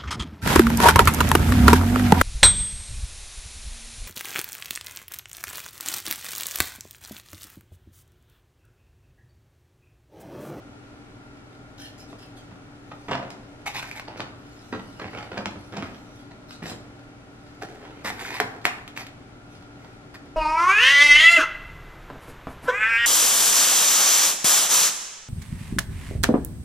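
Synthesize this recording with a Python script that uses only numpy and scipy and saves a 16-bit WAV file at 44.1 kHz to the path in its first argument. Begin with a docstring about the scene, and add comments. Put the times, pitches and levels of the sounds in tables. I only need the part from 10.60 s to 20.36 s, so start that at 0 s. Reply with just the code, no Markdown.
"""Potted orchid turned on a tray

A clay pot is set down on a plastic tray and turned by hand in a small room. Grit snaps and scrapes under it,
stiff leaves brush, clack and bump. Mains hum, a fan and a whirring motor run throughout.
Impacts are damped modes, short jolts and noise bursts; rubbing is clumped random slips; the fan is shaped noise,
hum and motor are sines. The handled objects pass through early echoes and a noise-built room tail.
"""
import sys
import numpy as np
from scipy import signal
from scipy.fft import rfft, irfft, next_fast_len
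from scipy.io import wavfile
from scipy.ndimage import uniform_filter1d, map_coordinates

SR = 44100
rng = np.random.default_rng(int(sys.argv[2]) if len(sys.argv) > 2 else 0)


def bounce(signal):
    """Save signal as a 16-bit WAV file at the path given by the first command-line argument."""
    frames = np.transpose(np.atleast_2d(signal))
    limited = np.clip(frames, -1, 1)
    pcm = np.round(limited * 32767).astype(np.int16)
    wavfile.write(sys.argv[1], SR, pcm)


N = 430416  # samples

# Grit snaps under the pot, and one strong echo at 8.065 s. Each row: start in seconds, jolt peak in dB,
# jolt pitch in Hz, build-up scale in cycles, tray thud relative to the jolt in dB, pitch the thud favours in Hz.
GRIT_SNAPS = [(3.064, -26, 1600, 0.22, -3.5, 870), (3.073, -25, 2030, .6, -22, 800),
              (3.08, -23, 2540, 0.43, -22, 800), (3.156, -26, 1980, 0.52, -10, 1050),
              (3.227, -23.5, 2310, 0.41, -19, 750), (3.23, -26, 1400, 0.29, -13, 600),
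              (3.291, -33, 2200, 0.8, -23, 750), (3.313, -23.5, 2300, 0.85, -25, 750),
              (3.363, -37, 2080, 0.37, -14, 750), (3.397, -21, 1900, 0.2, -10, 1100),
              (7.502, -18, 1870, 0.39, -7.5, 800), (7.594, -27, 2050, 0.44, -16, 800),
              (7.651, -27, 1530, 0.9, -19, 800), (7.705, -25, 1800, 0.54, -7, 800),
              (7.742, -22.5, 1890, 0.35, -14, 800), (7.767, -22, 2300, 0.4, -16, 800),
              (7.784, -29, 2420, 0.58, -20, 800), (7.801, -6.5, 1710, 0.27, -9, 654),
              (7.812, -25, 1510, 0.27, 5.5, 480), (8.053, -2.5, 2030, 0.3, -15.5, 900),
              (8.065, -13, 1900, 0.28, -13, 900), (8.278, -23.5, 2700, 0.29, -33, 610),
              (8.365, -27, 2300, 0.44, -29, 610), (8.375, -17, 2340, 0.45, -28, 610),
              (8.409, -26, 2120, 0.43, -16, 610), (8.467, -25.5, 2820, 0.24, -28, 610),
              (9.555, -34, 1780, .9, -24, 610)]
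# Tray floor modes. Each row: pitch in Hz, relative level in dB, t60 in seconds.
TRAY_FLOOR_MODES = [(310, -14, .05), (448, -10, 0.03), (544, -16, 0.026), (748, 3, 0.031),
                    (1035, 4.5, 0.012), (1420, -15, 0.015)]
# Soil-filled clay pot modes. Each row: pitch in Hz, relative level in dB, t60 in seconds.
CLAY_MODES = [(2020, -4, 0.074), (2390, -10, 0.033), (2650, 5, .04), (3250, 21, 0.056), (3820, -21, 0.06),
              (4870, -11, .05)]
# Contact noise of breaking grit. Each row: frequency in Hz, relative spectral level in dB.
BREAKING_GRIT_COLOUR = [(200, 2), (800, 0.5), (2400, -4), (3300, -6), (4500, -9.5), (8000, -18.5),
                        (10000, -23.5), (12500, -17.5), (15500, -31)]


def snaps():
    """Grit snaps, and one strong echo: a quick jolt, a tray thud, a brief clay ring and a noise burst."""
    track = np.zeros(N)
    for start_s, peak_db, jolt_hz, cycles, thud_db, thud_hz in GRIT_SNAPS:
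        jolt = swing(jolt_hz, cycles)
        thud = amp(thud_db) * ring(TRAY_FLOOR_MODES, slope_db=-1.0, favour_hz=thud_hz, detune=0.016)
        clay = amp(-28) * ring(CLAY_MODES, slope_db=-4, favour_hz=2400, detune=0.011)
        burst = amp(-12.5) * crack(BREAKING_GRIT_COLOUR, slope_db=3.0, t60=0.03)
        add(track, start_s, amp(peak_db) * (jolt + thud + clay + burst))
    return track


# Base dragged over the tray. Each row: start in seconds, length in seconds, level in dB,
# share of the length spent building up, contact resonance in Hz.
BASE_SCRAPES = [(2.52, 0.14, -59, 0.12, 1700), (3.057, 0.024, -29.5, 0.52, 2240),
                (3.094, 0.03, -43.5, .4, 2820), (3.133, 0.066, -32.5, 0.42, 2500),
                (3.213, 0.065, -44, .15, 2200), (3.266, 0.093, -47, 0.31, 2230),
                (3.351, 0.031, -40, 0.47, 2100), (5.23, 0.046, -53.5, .25, 2500),
                (7.012, .023, -45, .17, 1700), (7.44, 0.055, -29, 0.34, 1910),
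                (7.512, 0.074, -47.5, 0.15, 1700), (7.582, 0.05, -34.5, 0.54, 2030),
                (7.638, 0.056, -37, 0.17, 1600), (7.697, 0.049, -38.5, .2, 1870),
                (7.739, 0.047, -37, 0.31, 1900), (8.043, .0032, -38, .17, 2300),
                (8.356, 0.072, -39, .17, 2180), (9.15, 0.2, -61.5, 0.33, 2300),
                (9.539, 0.014, -42, 0.5, 1770)]
# Grit friction colour. Each row: frequency in Hz, relative spectral level in dB.
GRIT_COLOUR = [(50, -29), (200, -10), (450, -20.5), (830, -2), (1250, -9), (2100, -3.5), (2600, -11),
               (3050, -10), (5000, -11), (7000, -15), (10000, -20.5), (12500, -16.5), (15500, -35)]
CONTACT_WIDTH_HZ, CONTACT_DB = 450, -3  # resonance relative to the plain grit noise


def scrapes():
    """The base slips over grit; each stroke bears on another spot and rings at its own pitch."""
    track = np.zeros(N)
    grit = friction(GRIT_COLOUR, slope_db=-1.0, catches_per_s=1200, spread_db=1.0, hiss=0.4,
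                    judder_db=0.8, patchy_db=3.0, judder_rate=100)
    for start_s, length_s, level_db, rise, contact_hz in BASE_SCRAPES:
        contact = lambda f: 1 + amp(CONTACT_DB) * resonance(f, contact_hz, CONTACT_WIDTH_HZ)
        begin = round(start_s * SR)
        slips = unit(filtered(grit[begin:begin + SR // 2], contact))
        gain = stroke(length_s, level_db, rise, sag=0.85, release_t60=0.08)
        add(track, start_s, slips * gain[:len(slips)])
    return track


# Dragged clay wall resonances. Each row: pitch in Hz, width in Hz, gain in dB.
WALL_RESONANCES = [(870, 58, -9), (1770, 44, -17), (2040, 22, -8), (2483, 85, 3.5), (2950, 33, -22),
                   (3620, 150, -2), (4600, 56, -12)]


def through_pot(x):
    """Grit under the base keeps the clay wall singing: resonances add to the scrape."""
    wall = lambda f: 1 + sum(amp(db) * resonance(f, hz, width) for hz, width, db in WALL_RESONANCES)
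    return filtered(x, wall)


# Tray floor groans under the pot's full weight. Each row: start in seconds, length in seconds, level in dB.
TRAY_GROANS = [(7.02, 0.037, -34), (7.05, 0.27, -53), (7.445, 0.043, -36.5), (7.6, 0.2, -43.5),
               (7.803, 0.03, -30.5)]
# Hollow groan colour. Each row: frequency in Hz, relative spectral level in dB.
HOLLOW_COLOUR = [(220, -26.5), (330, -12.5), (400, -2.5), (480, -11.5), (580, -29), (700, -9), (1000, -34),
                 (1550, -18), (2200, -26), (6000, -33), (15000, -47)]


def groans():
    """The loaded tray floor groans: uneven friction with a hollow colour."""
    gain = strokes_gain(TRAY_GROANS, rise=0.13, sag=0.17, release_t60=1.0)
    return gain * friction(HOLLOW_COLOUR, slope_db=-0.5, catches_per_s=390, spread_db=4.5, hiss=0.78,
                           judder_db=2.0, patchy_db=1.5)


# Louder bumps of pot and leaves. Each row: start in seconds, level in dB, brightness in dB per octave,
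# crunch length in seconds.
BUMPS = [(1.528, -34, -4, 0.0032), (1.915, -31, -6, 0.0056), (2.316, -27, -0.5, 0.022),
         (2.489, -19, -3.5, 0.0051), (2.511, -16.5, 1, 0.0081), (2.524, -26, -3, .007),
         (2.535, -22.5, 0.5, 0.0093), (2.552, -16, -2, 0.007), (2.576, -26, 0, 0.0052),
         (2.596, -27, -3.5, .004), (2.627, -24.5, -2.5, 0.0028), (3.479, -23, 0, 0.0042),
         (3.596, -21, -2, 0.0034), (3.604, -20, 3, 0), (4.128, -27.5, -5, .003), (4.133, -23.5, -2.5, .005),
         (4.152, -30.5, -6, 0.0092), (4.194, -26.5, -1.5, 0.0049), (4.396, -26, 1, 0.0034),
         (4.419, -26.5, -3.5, 0.0056), (4.442, -28, -4, 0.0062), (4.532, -28, -1, 0.01),
         (4.549, -25.5, -2, 0.0026), (4.573, -24.5, -2, 0.012), (4.586, -29, -3, 0.003),
         (4.607, -31, -3, 0.0045), (4.627, -29, 2, 0.0042), (4.717, -23, -3, .004),
         (4.773, -24, -5, 0.000022), (4.778, -17.5, -1, 0.0021), (4.784, -23.5, -6.5, .008),
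         (4.806, -30, -3, 0.0032), (4.860, -23, 1, 0.003), (4.863, -23.5, -6, 0.0011),
         (4.957, -28.5, -7, 0.0076), (5.123, -32, 0, 0.0021), (5.138, -29.5, -4, 0.0051),
         (5.168, -19, 4, 0.0046), (5.176, -27.5, -6, 0.0083), (5.224, -27.5, -2.5, .002),
         (5.711, -31, 0, 0.0081), (6.057, -30.5, -2, 0.00012), (6.099, -30, -6, .003),
         (6.115, -25, -5, .003), (7.020, -27, -0.5, 0.0042), (7.25, -33, -1, 0.0031),
         (9.245, -36.5, 2, 0.0067)]
# Heavily damped bump modes. Each row: pitch in Hz, relative level in dB.
BUMP_MODES = [(105, -13), (205, -5), (310, -5.5), (470, -3), (680, 3), (930, 2), (1320, 2), (1950, 3.5),
              (2500, -0.5), (3500, 3.5), (4400, -2)]
# Contact noise of soft bumps and clacks. Each row: frequency in Hz, relative spectral level in dB.
SOFT_CONTACT_COLOUR = [(100, -40), (600, 13), (2000, 3), (4500, -0.5), (7500, -13), (10000, -43),
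                       (15000, -48)]
# Low thumps under the heavier bumps. Each row: start in seconds, peak in dB.
LOW_THUMPS = [(2.513, -27), (2.545, -33), (3.612, -34), (4.132, -27), (4.78, -41), (4.86, -33),
              (5.172, -33), (7.455, -45), (7.811, -30.5)]
# Low thump modes. Each row: pitch in Hz, relative level in dB, t60 in seconds.
THUMP_MODES = [(97, 3, .22), (132.4, 2, 0.27), (196, 0.5, 0.1), (265, -6.5, 0.25), (326, -2, 0.058)]


def knocks():
    """Soft bumps of pot and leaves, some crunching; thumps add a longer, deeper ring."""
    track = np.zeros(N)
    decay_cycles = 13  # to -60 dB, for every bump mode
    modes = [(hz, db, decay_cycles / hz) for hz, db in BUMP_MODES]
    for start_s, level_db, slope_db, length_s in BUMPS:
        # 0.06 octave lower per dB of brightness
        favour_hz = min(1190 * 2 ** (-0.06 * slope_db), 1700)
        body = ring(modes, slope_db, favour_hz, detune=0.063)
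        blow = body + amp(-9.5) * crack(SOFT_CONTACT_COLOUR, slope_db, t60=0.024)
        add(track, start_s, amp(level_db) * crunch(blow, length_s, count=4))
    for start_s, peak_db in LOW_THUMPS:
        thump = ring(THUMP_MODES, slope_db=5.5, favour_hz=190, detune=0.0097)
        add(track, start_s, amp(peak_db) * thump)
    return track


# Stiff leaves and stems flicking together. Each row: start in seconds, jolt peak in dB, jolt pitch in Hz.
LEAF_CLACKS = [(2.554, -21, 1500), (4.396, -30, 2300), (4.574, -29, 2100), (4.588, -28, 1900),
               (4.628, -28.5, 2000), (4.777, -19, 2200), (4.858, -12, 2080), (5.225, -23, 2200),
               (6.099, -26, 2800)]


def clacks():
    """A stiff leaf springs free and strikes its neighbour: a dry, sharp crack with no ring."""
    track = np.zeros(N)
    for start_s, peak_db, jolt_hz in LEAF_CLACKS:
        burst = amp(-9.5) * crack(SOFT_CONTACT_COLOUR, slope_db=3, t60=0.015)
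        add(track, start_s, amp(peak_db) * (swing(jolt_hz, cycles=0.17) + burst))
    return track


# Leaves and hands rubbing along. Each row: start in seconds, length in seconds, level in dB.
LEAF_RUBS = [(2.311, 0.016, -38), (2.482, 0.027, -31.5), (2.508, 0.048, -29), (2.572, 0.14, -44.5),
             (3.476, 0.22, -43), (4.124, 0.032, -31), (4.392, 0.098, -38), (4.516, 0.19, -41.5),
             (4.717, 0.14, -43), (5.125, 0.064, -42), (5.165, 0.078, -38.5), (5.222, 0.092, -44),
             (6.02, 0.047, -39.5), (6.05, 0.09, -38.5), (7.19, 0.35, -48), (7.446, 0.056, -35.5)]
# Leaf friction colour. Each row: frequency in Hz, relative spectral level in dB.
LEAF_COLOUR = [(41, 3.5), (70, 1), (212, 5.5), (560, -1.5), (701, -2), (1150, -5.5), (1810, -7),
               (2720, -10.5), (3260, -14.5), (10300, -44.5), (11600, -40), (13200, -51), (15500, -82)]


def rubs():
    """Leaves and hands rub: sparse slips over hiss, quick to build."""
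    gain = strokes_gain(LEAF_RUBS, rise=0.1, sag=0.45, release_t60=0.088)
    return gain * friction(LEAF_COLOUR, slope_db=0.86, catches_per_s=340, spread_db=3.0, hiss=0.4,
                           judder_db=1.0, patchy_db=3.0)


# Sleeve and leaves sliding lightly. Each row: start in seconds, length in seconds, level in dB.
LIGHT_SWISHES = [(1.175, 0.083, -46.5), (1.375, 0.038, -53.5), (1.48, 0.037, -59.5), (1.58, 0.055, -54),
                 (1.76, 0.013, -50.5), (2.2, 0.35, -65.5), (3.568, 0.021, -51), (3.66, 0.95, -61),
                 (4.4, 1.22, -63.5), (5.88, 0.061, -54), (6.02, 0.066, -48.5), (6.05, 0.057, -47.5),
                 (6.6, 1.1, -68), (8.89, 0.066, -61.5)]
# Cloth friction and tick colour. Each row: frequency in Hz, relative spectral level in dB.
CLOTH_COLOUR = [(900, 7.5), (1600, 11), (1800, 8), (2000, 3), (2600, 7.5), (3400, 4), (4900, 2.5),
                (7000, -8.5), (10000, -13.5), (13500, -15), (15500, -55)]


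def swishes():
    """Sleeve and leaves slide lightly: bright, patchy friction."""
    gain = strokes_gain(LIGHT_SWISHES, rise=0.3, sag=0.97, release_t60=0.17)
    return gain * friction(CLOTH_COLOUR, slope_db=7.5, catches_per_s=1400, spread_db=4.0, hiss=0.6,
                           judder_db=2.5, patchy_db=6.5)


# A leaf squeaking on its neighbour. Each row: start in seconds, length in seconds, level in dB.
LEAF_SQUEAKS = [(1.19, 0.08, -53)]
# Waxy friction colour. Each row: frequency in Hz, relative spectral level in dB.
WAXY_COLOUR = [(1200, -52), (1690, -24), (1800, 8), (1900, -22), (2300, -34), (2500, -12), (2700, -32),
               (5000, -45)]


def squeaks():
    """A leaf squeaks: dense slips in a narrow band, slow to build."""
    gain = strokes_gain(LEAF_SQUEAKS, rise=0.84, sag=0.6, release_t60=0.056)
    return gain * friction(WAXY_COLOUR, slope_db=-2, catches_per_s=1700, spread_db=4, hiss=0.45,
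                           judder_db=1.5, patchy_db=0.5)


# Small ticks of stems and bark. Each row: start in seconds, peak in dB.
STEM_TICKS = [(0.771, -44), (0.951, -46), (1.41, -46), (1.62, -45), (1.781, -46), (2.704, -29.5),
              (3.577, -30), (3.604, -24.5), (5.345, -34.5), (5.908, -30), (8.953, -40), (9.157, -41)]
STRAY_DB, STRAY_SPREAD_DB = -44, 3  # fainter ticks at chance moments


def ticks(stray_count):
    """Dry stems and crumbs of bark tick as the plant shifts, each with its own brightness."""
    track = np.zeros(N)
    stray_times_s = rng.random(stray_count) * N / SR
    strays = zip(stray_times_s, rng.normal(STRAY_DB, STRAY_SPREAD_DB, stray_count))
    for start_s, peak_db in list(STEM_TICKS) + list(strays):
        tick = crack(CLOTH_COLOUR, slope_db=rng.normal(0, 2.2), t60=0.026)
        add(track, start_s, amp(peak_db) * tick / np.abs(tick).max())
    return track


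# Fan rush. Each row: frequency in Hz, relative spectral level in dB.
AIR_COLOUR = [(12, -31), (20, -8), (80, -10), (112, -6.5), (207, -9), (289, -4), (333, -13), (372, -8.5),
              (465, -14.5), (746, -22), (1100, -20), (1410, -20), (1870, -21.5), (10500, -39.5),
              (15500, -48)]
# Fan housing resonances. Each row: pitch in Hz, width in Hz, gain in dB.
HOUSING_RESONANCES = [(295, 33, -6), (619, 29, 8.5), (770, 81, 9.5), (2250, 300, -26)]


def fan():
    """Rushing air: nearly steady diffuse noise, coloured by the housing."""
    housing = lambda f: np.sqrt(1 + sum(amp(db) ** 2 / (1 + (2 * (f - hz) / width) ** 2)
                                        for hz, width, db in HOUSING_RESONANCES))
    air = filtered(rng.standard_normal((2, N)), lambda f: amp(along(AIR_COLOUR, f)) * housing(f))
    unsteady = amp(0.35 * wobble(3))
    return amp(-47.0) * unsteady * unit(diffuse(air))


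# Hum lines. Each row: pitch in Hz, level in dB.
HUM_LINES = [(37, -69), (60, -65), (102, -60.5), (120, -55), (248, -66.5), (290, -54.5), (579, -74),
             (743, -71)]


def hum():
    """Mains hum: sines of constant level on a slightly drifting clock."""
    return tones(HUM_LINES, drift=0.002, waver_db=0.0)


# Motor whirr lines. Each row: multiple of shaft speed, level in dB.
WHIRR_LINES = [(57, -79), (61, -95), (63, -67.5), (64, -66.5), (67, -65.5), (68, -63.5), (71, -72),
               (72, -74), (73, -76), (111, -74.5)]
SHAFT_HZ = 20.6


def motor():
    """Motor whirr: shaft harmonics that drift together and waver separately in level."""
    lines = [(multiple * SHAFT_HZ, db) for multiple, db in WHIRR_LINES]
    return tones(lines, drift=0.00107, waver_db=3.0)


def tones(lines, drift, waver_db):
    """Sines on one slightly unsteady speed, each with a phase offset between channels set by its pitch."""
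    clock_s = np.cumsum(1 + drift * wobble(2)) / SR
    out = np.zeros((2, N))
    for hz, db in lines:
        apart = likeness_angle(hz) * np.array([[1], [-1]])
        phase = 2 * np.pi * (hz * clock_s + rng.random())
        level = amp(db + waver_db * np.clip(wobble(7.4), -1.5, 1.5))
        out += np.sqrt(2) * level * np.sin(phase + apart)
    return out


# Early wall echoes. Each row: delay in seconds, level in dB.
WALL_ECHOES = [(0.0118, -16), (0.0192, -25)]


def in_room(x, pan_db, wet_db, lead_s=0.000095, widest_rad=1.93):
    """A source a little to the right: direct sound, near walls and the room's tail."""
    x = filtered(x, lambda hz: (1j * hz / (80 + 1j * hz)) ** 2)  # bass below about 80 Hz falls away
    phase = lambda hz: np.minimum(2 * np.pi * hz * lead_s, widest_rad)  # right channel leads
    direct = filtered(x, lambda hz: np.exp(0.5j * phase(hz) * np.array([[-1], [1]])))
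    direct = direct * amp([[pan_db / 2], [-pan_db / 2]])
    echoes = sum(amp(db) * np.pad(direct, ((0, 0), (round(delay_s * SR), 0)))[:, :N]
                 for delay_s, db in WALL_ECHOES)
    return direct + echoes + amp(wet_db) * room_tail(x)


# Room decay. Each row: frequency in Hz, t60 in seconds.
ROOM_T60 = [(150, 0.76), (530, 0.75), (1400, 0.63), (2400, 0.48), (3700, 0.45), (10000, 0.41)]


def room_tail(x):
    """Decaying-noise reverberation, drawn afresh for every half second of sound."""
    step = SR // 2
    pieces = np.pad(x, (0, -N % step)).reshape(-1, step)
    hz, t, z = signal.stft(rng.standard_normal((len(pieces), 2, step)), SR, nperseg=256)
    clutter = 1 + np.exp(-(t / 0.029) ** 2)  # clutter round the table answers first
    build_up = (1 - np.exp(-t / 0.0071)) * clutter
    decay = amp(-60 * t / along(ROOM_T60, hz)[:, None])
    tails = diffuse(signal.istft(z * build_up * decay, SR, nperseg=256)[1])
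    answers = signal.fftconvolve(pieces[None], tails / np.linalg.norm(tails[0, 0]), axes=2)
    out = np.zeros((2, N))
    for channel, row in zip(out, answers):
        for k, answer in enumerate(row):
            add(channel, k * step / SR, answer)
    return out


# Diffuse sound. Each row: frequency in Hz, left-right likeness before clipping to -1..1.
LIKENESS = [(60, 1), (130, 0.98), (290, 0.77), (640, 0.63), (1400, -0.091), (3100, -0.42), (7000, -0.37),
            (15000, -1.1)]


def likeness_angle(hz):
    """Half the angle whose cosine is the left-right likeness."""
    return np.arccos(np.clip(along(LIKENESS, hz), -1, 1)) / 2


def diffuse(pair):
    """Two unrelated noises blended into stereo: alike in the bass, partly opposed in the treble."""
    blend = lambda hz: np.array([np.cos(likeness_angle(hz)), np.sin(likeness_angle(hz))])
    mid, side = filtered(pair, blend).swapaxes(0, -2)
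    return np.array([mid + side, mid - side])


def ring(modes, slope_db, favour_hz, detune):
    """A struck body, peak 1; the spot hit favours some modes, each blow wakes them at new strengths."""
    t = np.arange(SR // 4) / SR
    hz, db, t60 = np.transpose(modes)[:, :, None]
    size, shift, side = rng.standard_normal((3, len(modes), 1))
    spot_db = 5 * np.exp(-(np.log2(hz / favour_hz) / 0.5) ** 2)
    vibration = np.sign(side) * np.sin(2 * np.pi * hz * (1 + detune * shift) * t)
    onset = 1 - np.exp(-hz * t * 2)  # time constant of half a cycle
    decay = amp(db + spot_db + 2 * size - 60 * t / t60)
    sound = np.sum(tilt(hz, slope_db) * decay * vibration * onset, axis=0)
    return sound / np.abs(sound).max()


def crack(colour, slope_db, t60):
    """A contact's noise burst: rms-1 coloured noise under an exponential decay."""
    t = np.arange(SR // 4) / SR
    shade = lambda hz: amp(along(colour, hz)) * tilt(hz, slope_db)
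    noise = filtered(rng.standard_normal(len(t)), shade)
    return amp(-60 * t / t60) * unit(noise)


def swing(hz, cycles):
    """One quick jolt, peak 1: its envelope tops out at three times cycles, then dies away."""
    t = np.arange(SR // 4) / SR
    age = t * hz / cycles
    jolt = age ** 3 * np.exp(-age) * np.sin(2 * np.pi * hz * t)
    return jolt / np.abs(jolt).max()


def crunch(sound, length_s, count):
    """A contact giving way in quick extra steps over length_s, with the energy of a single blow."""
    out = sound.copy()
    for when, size in zip(rng.random(count), rng.normal(0, 0.69, count)):
        add(out, when * length_s, size * sound)
    return out * np.linalg.norm(sound) / np.linalg.norm(out)


def friction(colour, slope_db, catches_per_s, spread_db, hiss, judder_db, patchy_db, judder_rate=130):
    """Tiny uneven slips over hiss; level comes in clumps, colour shifts as the contact moves."""
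    sizes = rng.choice([-1, 1], N) * amp(spread_db * np.clip(rng.standard_normal(N), -2, 2))
    slips = unit(sizes * (rng.random(N) < catches_per_s / SR)) + hiss * rng.standard_normal(N)
    hz, _, z = signal.stft(slips, SR, nperseg=512)
    patches = uniform_filter1d(rng.standard_normal(z.shape), size=4, axis=0)
    patches = unit(uniform_filter1d(patches, size=9, axis=1))
    shade = amp(along(colour, hz)) * tilt(hz, slope_db)
    z = z * shade[:, None] * amp(patchy_db * np.clip(patches, -2, 2))
    sound = signal.istft(z, SR, nperseg=512)[1][:N]
    return unit(sound) * amp(judder_db * np.clip(wobble(judder_rate), -2, 2))


def stroke(length_s, level_db, rise, sag, release_t60):
    """Gain of one stroke: builds over a share (rise) of its length, sags, then lets go."""
    t = np.arange(2 * SR) / SR
    held = np.interp(t / length_s, [0, np.clip(rise, 0.01, 0.99), 1], [0, 1, sag])
    return held * amp(level_db - 60 * np.maximum(t - length_s, 0) / release_t60)


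def strokes_gain(strokes, rise, sag, release_t60):
    """Summed gain of a set of strokes of one shape."""
    track = np.zeros(N)
    for start_s, length_s, level_db in strokes:
        add(track, start_s, stroke(length_s, level_db, rise, sag, release_t60))
    return track


def resonance(f, hz, width_hz):
    """Complex band-pass response of one resonance, 1 at its centre."""
    return 1j * f * width_hz / (hz * hz - f * f + 1j * f * width_hz)


def amp(db):
    """Decibels to gain."""
    return 10 ** (np.asarray(db) / 20)


def unit(x):
    """Scale to rms 1."""
    return x / np.sqrt(np.mean(x ** 2) + 1e-20)


def along(points, hz):
    """(Hz, value) points read on a log axis."""
    f, v = np.transpose(points)
    return np.interp(np.log(hz + 1), np.log(f + 1), v)


def tilt(hz, slope_db):
    """Gain leaning by slope_db per octave about 1 kHz, flat outside 100-8000 Hz."""
    return amp(slope_db * np.log2(np.clip(hz, 100, 8000) / 1000))


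def wobble(rate):
    """A smooth random curve, rate knots a second."""
    knots = rng.standard_normal(int(N * rate / SR) + 4)
    return map_coordinates(knots, [np.arange(N) * rate / SR])


def filtered(x, response):
    """x times a complex response of frequency."""
    n = x.shape[-1]
    m = next_fast_len(n + 8192)
    return irfft(rfft(x, m) * response(np.fft.rfftfreq(m, 1 / SR)), m)[..., :n]


def add(track, start_s, sound):
    """Mix a sound into a track at start_s."""
    part = track[round(start_s * SR):][:len(sound)]
    part += sound[:len(part)]


def scene():
    """The pot and its leaves in the humming room."""
    pot = in_room(snaps(), pan_db=-0.5, wet_db=-4.5)
    dragging = in_room(through_pot(scrapes()) + groans(), pan_db=-0.5, wet_db=-7.5)
    plant = in_room(knocks() + clacks() + rubs(), pan_db=-1.5, wet_db=-3.5)
    light = in_room(swishes() + squeaks() + ticks(stray_count=24), pan_db=-1.0, wet_db=0.0)
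    machines = (fan() + hum() + motor()) * amp([[0.6], [-0.6]])  # a little to the left
    return pot + dragging + plant + light + machines


def record(dry):
    """Tall peaks round off towards 0.85; treble rolls off near 14.9 kHz and stops at 15.6 kHz."""
    rounded = dry / (1 + (dry / 0.85) ** 6) ** (1 / 6)
    return filtered(rounded, lambda hz: (hz < 15600) / np.sqrt(1 + (hz / 14900) ** 40))


dry = scene()
out = record(dry)
bounce(out)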